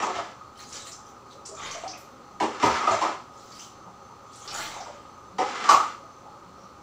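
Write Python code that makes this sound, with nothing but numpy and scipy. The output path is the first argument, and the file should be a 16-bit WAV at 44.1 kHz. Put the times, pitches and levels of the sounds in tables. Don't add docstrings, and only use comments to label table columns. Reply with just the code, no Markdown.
import sys
import numpy as np
from scipy import signal
from scipy.fft import rfft, irfft
from scipy.io import wavfile

SR = 44100
rng = np.random.default_rng(int(sys.argv[2]) if len(sys.argv) > 2 else 0)


def log_audio(samples):
    frames = np.atleast_2d(samples).T
    limited = np.clip(frames, -1, 1)
    pcm = np.round(limited * 32767).astype(np.int16)
    wavfile.write(sys.argv[1], SR, pcm)


N = 300762
T = np.arange(N) / SR

# f/Hz, width/Hz, level/dB
TRAY_MODES = [(229, 43, -9), (317, 24.7, -3.5), (391, 33.5, -2.5), (515, 67, -6.5)]
WALL_MODES = [(613, 66, -6.5), (732, 98, -0.5), (886, 233, 0), (1039, 150, -1.5)]
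EDGE_MODES = [(1108, 58, 0.58), (1264, 186, -4.1)]
# f/Hz, level/dB
CRACK_EQ = [(150, -41), (500, -63), (1400, 4.5), (2000, 4), (2700, 3), (3500, -2.5), (5500, -3),
            (8000, -5.5), (11000, -12), (15000, -26)]
# a faint, brief swell of the background ring near 1250 Hz
# t/s, level/dB, tray/dB, edge/dB, crack/dB (these three re walls), contact/s
RING_EVENTS = [(0.001, -34.5, -7.5, 0, -0.5, 0.0045), (0.020, -32, -5.5, -16, -3, 0.017),
               (0.068, -33, -6, -2.5, -14, 0.0076), (0.154, -35.5, -7, -8, -4.5, 0.0037),
               (0.181, -38, -25, -5.5, -10, 0.0035), (.41, -60, -17, 7.5, -9, .006),
               (2.401, -27, -4, -14, -5.5, 0.0063), (2.422, -29.5, -2.5, -8, -5.5, 0.008),
               (2.626, -22, -3.5, -10.5, -6.5, 0.017), (2.656, -26.5, -7, -5, -10, 0.016),
               (2.803, -34.5, -7.5, 1.5, -8, 0.0091), (2.871, -27.5, -8.5, 1, -6.5, 0.0059),
               (2.908, -26, -9.5, -14, -8.5, 0.006), (3.012, -25.5, -11, -14, -7.5, 0.0088),
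               (3.046, -30.5, -9, -5.5, -12, 0.0084), (3.114, -41, -10, -9, -9, 0.0036),
               (5.384, -25.5, -4, -12, -8, 0.0109), (5.643, -46, -10, 13, 8, 0.0077),
               (5.690, -21.5, -14, 3.5, -0.5, 0.0013), (5.709, -28, -6.5, 5.5, -4, 0.0083),
               (5.73, -24, -35, -2, -9, 0.0071), (5.799, -37, -17, 5, -12, 0.0036)]
def knocks(size=24000, cushion=0.1):
    out, t = np.zeros(N), T[:size]
    bass_cut = signal.butter(4, 250, "high", fs=SR, output="sos")
    for s, db, tray_db, edge_db, crack_db, contact_s in RING_EVENTS:
        contact_s = max(contact_s, 0.003)
        touch_s = cushion * contact_s
        chatter = rng.standard_normal(size) * np.exp(-t / contact_s) * (1 - np.exp(-t / touch_s))
        drive = signal.sosfilt(bass_cut, through(chatter, room(HIDDEN_DB)))
        parts = [(ring(drive, TRAY_MODES), tray_db), (ring(drive, WALL_MODES), 0),
                 (ring(drive, EDGE_MODES), edge_db), (colour(drive, CRACK_EQ), crack_db)]
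        add(out, s - touch_s, sum(undb(db + part_db) * unit(part, size=2600) for part, part_db in parts))
    return out


# f/Hz, width/Hz, level/dB
THUD_MODES = [(76, 23, -10), (110, 24, -6.5), (196, 30, -7)]
# t/s, level/dB, low cut/Hz
FLOOR_THUMPS = [(0.151, -53, 70), (2.408, -47, 100), (2.63, -36.5, 70.4), (2.682, -46, 70),
                (2.899, -44, 80), (5.723, -45, 280)]
def thumps(fade_s=0.0031, size=16000):
    out = np.zeros(N)
    for s, db, low_cut_hz in FLOOR_THUMPS:
        push = through(rng.standard_normal(size) * np.exp(-T[:size] / fade_s), room(HIDDEN_DB))
        push = signal.sosfilt(signal.butter(2, low_cut_hz, "high", fs=SR, output="sos"), push)
        add(out, s, undb(db) * unit(ring(push, THUD_MODES), size=3000))
    return out


# t/s, length/s, level/dB, slope/(dB/s)
LIP_STROKES = [(0, 0.15, -37, 37), (.14, 0.17, -36.5, -50), (2.455, 0.2, -36.5, 11),
               (2.592, 0.5, -25.5, -11.5), (5.388, 0.273, -32.5, 17), (5.719, 0.21, -27.5, -67)]
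def pressure(attack_s=0.0077, release_s=0.018):
    total = 0
    for s, length_s, db, db_per_s in LIP_STROKES:
        age = T - s
        bite = np.clip(age / attack_s, 0, 1)
        release = np.exp(-np.maximum(age - length_s, 0) / release_s)
        total = total + bite * release * undb(db + db_per_s * np.clip(age, 0, length_s))
    return total


# f/Hz, level/dB
GRIT_EQ = [(80, -24), (200, -42), (380, -8), (500, -23.5), (720, 6.5), (1200, 1.5), (2200, 3), (3500, -3),
           (6000, -5.5), (9000, -11.5), (15000, -30)]
def scrape(slips_per_s=1500, rough_db=6, rub_db=-4, edge_db=-7.5, tray_db=-12):
    slipping = rng.random(N) < slips_per_s / SR
    slips = slipping * rng.standard_normal(N) * undb(rough_db * rng.standard_normal(N))
    grit = unit(colour(slips, GRIT_EQ))
    edge = undb(edge_db) * unit(ring(slips, EDGE_MODES))
    tray = undb(tray_db) * unit(ring(slips, TRAY_MODES))
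    return (grit + edge + tray) * pressure() * undb(rub_db)


# peak t/s, half length/s, spatter/dB, spray/dB
TILE_SPILLS = [(0.598, 0.031, -41, -44), (.75, 0.089, -40.5, -50), (0.869, 0.017, -41, -35),
               (1.073, 0.027, -53, -55), (1.313, 0.026, -49, -58), (3.434, 0.099, -50, -55),
               (3.596, 0.064, -42.5, -48), (4.327, 0.0086, -46, -54), (4.415, 0.098, -45.5, -58)]
# peak t/s, rise/s, stream/dB, spray/dB
BUCKET_POURS = [(1.635, 0.057, -42, -60), (4.586, 0.096, -39.5, -33)]
def flows(full_spill_db=-40.5, churn_db=-50.5, drain_db_per_s=60.5):
    spatter, spray, stream = np.zeros((3, N))
    for s, half_s, db, spray_db in TILE_SPILLS:
        slop = swell(s, half_s)
        spatter += undb(db) * slop
        spray += undb(spray_db) * slop
        stream += undb(churn_db) * (undb(db - full_spill_db) * slop) ** 5.7
    for s, rise_s, db, spray_db in BUCKET_POURS:
        pour = gush(s, rise_s, drain_db_per_s)
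        stream += undb(db) * pour
        spatter += undb(db + 1) * pour ** 0.99
        spray += undb(spray_db) * pour ** 2.5
    return spatter, spray, stream


# f/Hz, level/dB
SPATTER_EQ = [(1200, -13), (2400, -13), (3400, -9.5), (5000, -8.5), (7500, -2.5), (10000, -6), (15000, -8)]
STREAM_EQ = [(120, 11), (400, -7.5), (650, -2), (1100, 3), (1600, 3), (2400, 4.5), (3500, 1.5),
             (6000, -0.5), (12000, -48)]
def water(spatter_db=2, stream_db=7):
    spatter_flow, spray_flow, stream_flow = flows()
    crackle = shower(1800, 15000, cycles=1.2, spread_db=5.5, count=3500, size=128)
    fizz = shower(2800, 9500, cycles=5, spread_db=4.5, count=2200, size=600)
    spatter = undb(spatter_db) * unit(colour(crackle + fizz, SPATTER_EQ)) * spatter_flow
    spray = shower(8000, 14500, cycles=3, spread_db=4.5, count=4000, size=96) * spray_flow
    churn = shower(450, 4500, cycles=5, spread_db=3, count=3500, size=1200)
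    slaps = shower(300, 6000, cycles=1.1, spread_db=3, count=4000, size=400)
    stream = undb(stream_db) * unit(colour(churn + slaps, STREAM_EQ)) * stream_flow
    return sum(through(layer, room(IN_SIGHT_DB)) for layer in (spatter, spray, stream))


# t/s, level/dB
LIP_SQUIRTS = [(2.636, -30.5), (5.694, -21)]
def squirts(gain_db=2, rise_s=0.0036, fall_db_per_s=383):
    burst = sum(undb(db) * gush(s, rise_s, fall_db_per_s) for s, db in LIP_SQUIRTS)
    droplets = shower(3000, 15000, cycles=1.1, spread_db=2, count=14000, size=96)
    return undb(gain_db) * through(unit(colour(droplets, SPATTER_EQ)) * burst, room(HIDDEN_DB))


# t/s, level/dB, f/Hz
DRIPS = [(0.024, -38, 6600), (0.601, -49, 5600), (.724, -38.5, 6180), (0.769, -46, 6600), (.915, -39, 6130),
         (1.30, -63, 4200), (1.453, -43, 5950), (1.458, -34.5, 7450), (1.55, -43.5, 6500),
         (1.712, -35.5, 5600), (1.778, -49, 7500), (1.878, -37, 5650), (1.975, -42, 11900),
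         (1.977, -48, 8240), (2.913, -33.5, 6300), (3.02, -45, 6340), (3.519, -47, 4700),
         (3.605, -48, 6200), (4.357, -40, 9150), (4.477, -36, 4480), (4.543, -33.5, 6860),
         (4.623, -42, 6160), (4.741, -43, 6900), (4.804, -44, 5600), (5.696, -35, 6850)]
def drops(tick_gain=2, size=14000):
    out, t = np.zeros(N), T[:size]
    for s, db, hz in DRIPS:
        splash = tick_gain * bubble(t, hz, cycles=0.67, glide=0)
        for late_s, octaves in rng.uniform([0, -0.22], [0.005, 0.22], (4, 2)):
            splash += bubble(np.maximum(t - late_s, 0), hz * 2 ** octaves, cycles=5, glide=0.08) / 2
        add(out, s, undb(db) * unit(through(splash, room(direct_db=-8)), size=1000))
    return out


# t/s, level/dB, f/Hz
LARGE_BUBBLES = [(1.49, -47.5, 399), (1.515, -46, 617), (1.75, -39, 657), (1.837, -36, 722),
                 (1.872, -64, 740), (1.935, -47, 2440), (3.875, -48.5, 820), (4.47, -54, 397),
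                 (4.74, -44.5, 910), (4.765, -42.5, 763), (4.81, -45, 684), (4.865, -44.5, 910),
                 (4.875, -43.5, 576), (4.94, -50, 560), (6.255, -48, 820)]
def glugs(gulp_db=-2, size=16000):
    out, t = np.zeros(N), T[:size]
    for s, db, hz in LARGE_BUBBLES:
        gulp = undb(gulp_db) * bubble(t, hz, cycles=0.86, glide=0.25)
        glug = gulp + bubble(t, hz, cycles=6, glide=0.05)
        add(out, s, undb(db) * unit(through(glug, room(IN_SIGHT_DB)), size=1500))
    return out


def lapping(level_db=-59):
    laps = shower(170, 950, cycles=4, spread_db=2, count=70, size=5000)
    return undb(level_db) * through(laps, room(IN_SIGHT_DB))


def squeak(peak_s=6.64, half_s=0.07, hz=5700, width_hz=180, level_db=-60):
    whistle = unit(ring(rng.standard_normal(N), [(hz, width_hz, 0)]))
    return undb(level_db) * whistle * swell(peak_s, half_s)


# f/Hz, level/dB
AIR_EQ = [(30, -6), (70, 3.5), (240, 5.5), (400, 5), (560, -1.5), (690, -1), (820, 4.5), (950, 3),
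          (1250, 4.5), (1700, -6.5), (3000, -10), (7000, -12), (10000, -10), (15000, -15.5)]
# f/Hz, width/Hz, level/dB
ROOM_MODES = [(114, 14, -24), (228.4, 18, -0.5), (549, 32, 6), (820, 8.8, 4), (1245.6, 19, 3.5),
              (4300, 190, -1), (6190, 180, 1.5)]
def background(air_db=-50, hum_db=-64, hum_hz=118):
    air = unit(colour(rng.standard_normal(N), AIR_EQ))
    murmur = 0
    for hz, width_hz, db in ROOM_MODES:
        waver = unit(signal.resample(rng.standard_normal(80), N))
        resonance = unit(ring(rng.standard_normal(N), [(hz, width_hz, 0)]))
        murmur = murmur + undb(db) * resonance * (1 + np.tanh(waver) / 2)
    hum = unit(np.sin(2 * np.pi * hum_hz * T))
    return undb(air_db) * (air + unit(murmur) / 2) + undb(hum_db) * hum


HIDDEN_DB, IN_SIGHT_DB = -6.5, -5.5
# f/Hz, T60/s
ROOM_DECAY = [(100, 0.31), (500, 0.39), (2000, 0.37), (6000, 0.46), (12000, 0.4)]
def room(direct_db, echo_db=-15, size=22050):
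    t, tail = T[:size], 0
    spectrum, t60_s = rfft(rng.standard_normal(size)), on_log_axis(ROOM_DECAY, size)
    octave = np.round(np.log2(np.arange(len(spectrum)) + 128))
    for band in np.unique(octave):
        in_band = octave == band
        tail = tail + irfft(spectrum * in_band) * np.exp(-np.log(1000) * t / t60_s[in_band].mean())
    response = unit(tail) / np.sqrt(size) * np.minimum(t / 0.0007, 1)
    echo_samples = (rng.uniform(0.004, 0.045, 10) * SR).astype(int)
    response[echo_samples] += undb(echo_db) * rng.choice([-1, 1], 10)
    response[0] += undb(direct_db)
    return response / np.linalg.norm(response)


def bubble(t, hz, cycles, glide):
    age = t * hz / cycles
    envelope = (1 - np.exp(-2 * t * hz)) * np.exp(-age)
    return envelope * np.sin(2 * np.pi * hz * t * (1 + glide * age / (2 + age)))


def shower(low_hz, high_hz, cycles, spread_db, count, size):
    when, pitch, life = rng.random((count, 3)).T[:, :, None]
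    gain = undb(spread_db * np.minimum(rng.exponential(size=(count, 1)), 4))
    hz = low_hz * (high_hz / low_hz) ** pitch
    waves = gain * np.sqrt(hz) * bubble(T[:size], hz, cycles * (1.17 + life), glide=0.16)
    places = (when * N).astype(int) + np.arange(size)
    return unit(np.bincount(places.ravel(), waves.ravel(), N)[:N])


def swell(s, half_s):
    return np.exp(-((T - s) / half_s) ** 2)


def gush(s, rise_s, fall_db_per_s):
    return np.where(T < s, swell(s, rise_s), undb(-fall_db_per_s * np.maximum(T - s, 0)))


def ring(x, modes, size=4096):
    t, response = T[:size], 0
    for k, (hz, width_hz, db) in enumerate(modes):
        envelope = undb(db) * width_hz * np.exp(-np.pi * width_hz * t)
        response = response + (-1) ** k * envelope * np.sin(2 * np.pi * hz * t)
    return through(x, response)


def colour(x, points, size=4096):
    cepstrum = irfft(np.log(undb(on_log_axis(points, size))))
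    cepstrum[1:size // 2] *= 2
    cepstrum[size // 2 + 1:] = 0
    return through(x, irfft(np.exp(rfft(cepstrum))))


def on_log_axis(points, size):
    hz, value = np.transpose(points)
    return np.interp(np.log(np.fft.rfftfreq(size, 1 / SR) + 1), np.log(hz), value)


def through(x, response):
    return signal.fftconvolve(x, response)[:len(x)]


def add(out, s, x):
    start = max(int(s * SR), 0)
    out[start:start + len(x)] += x[:N - start]


def undb(db):
    return 10 ** (np.asarray(db) / 20)


def unit(x, size=None):
    return x / np.sqrt(np.mean(x[:size] ** 2) + 1e-20)


def scene():
    pan = knocks() + thumps() + through(scrape(), room(HIDDEN_DB))
    return (pan + squirts() + water() + drops() + glugs() + lapping() + squeak() + background())[None]


# f/Hz, level/dB
MIC_EQ = [(25, 0), (42, -12), (70, 3.5), (120, -1), (1020, 1), (1130, 3.5), (1260, 7.5), (1400, 1),
          (1600, -2), (4200, -3.5), (6300, -3), (6520, -10), (6950, -2.5), (7600, -6), (8500, -15.5),
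          (13000, -23), (14900, -10), (16000, -16)]
def record(dry, top_hz=15550):
    top_cut = signal.ellip(10, 0.2, 80, top_hz, fs=SR, output="sos")
    return signal.sosfilt(top_cut, colour(dry[0], MIC_EQ))[None]


dry = scene()
out = record(dry)
log_audio(out)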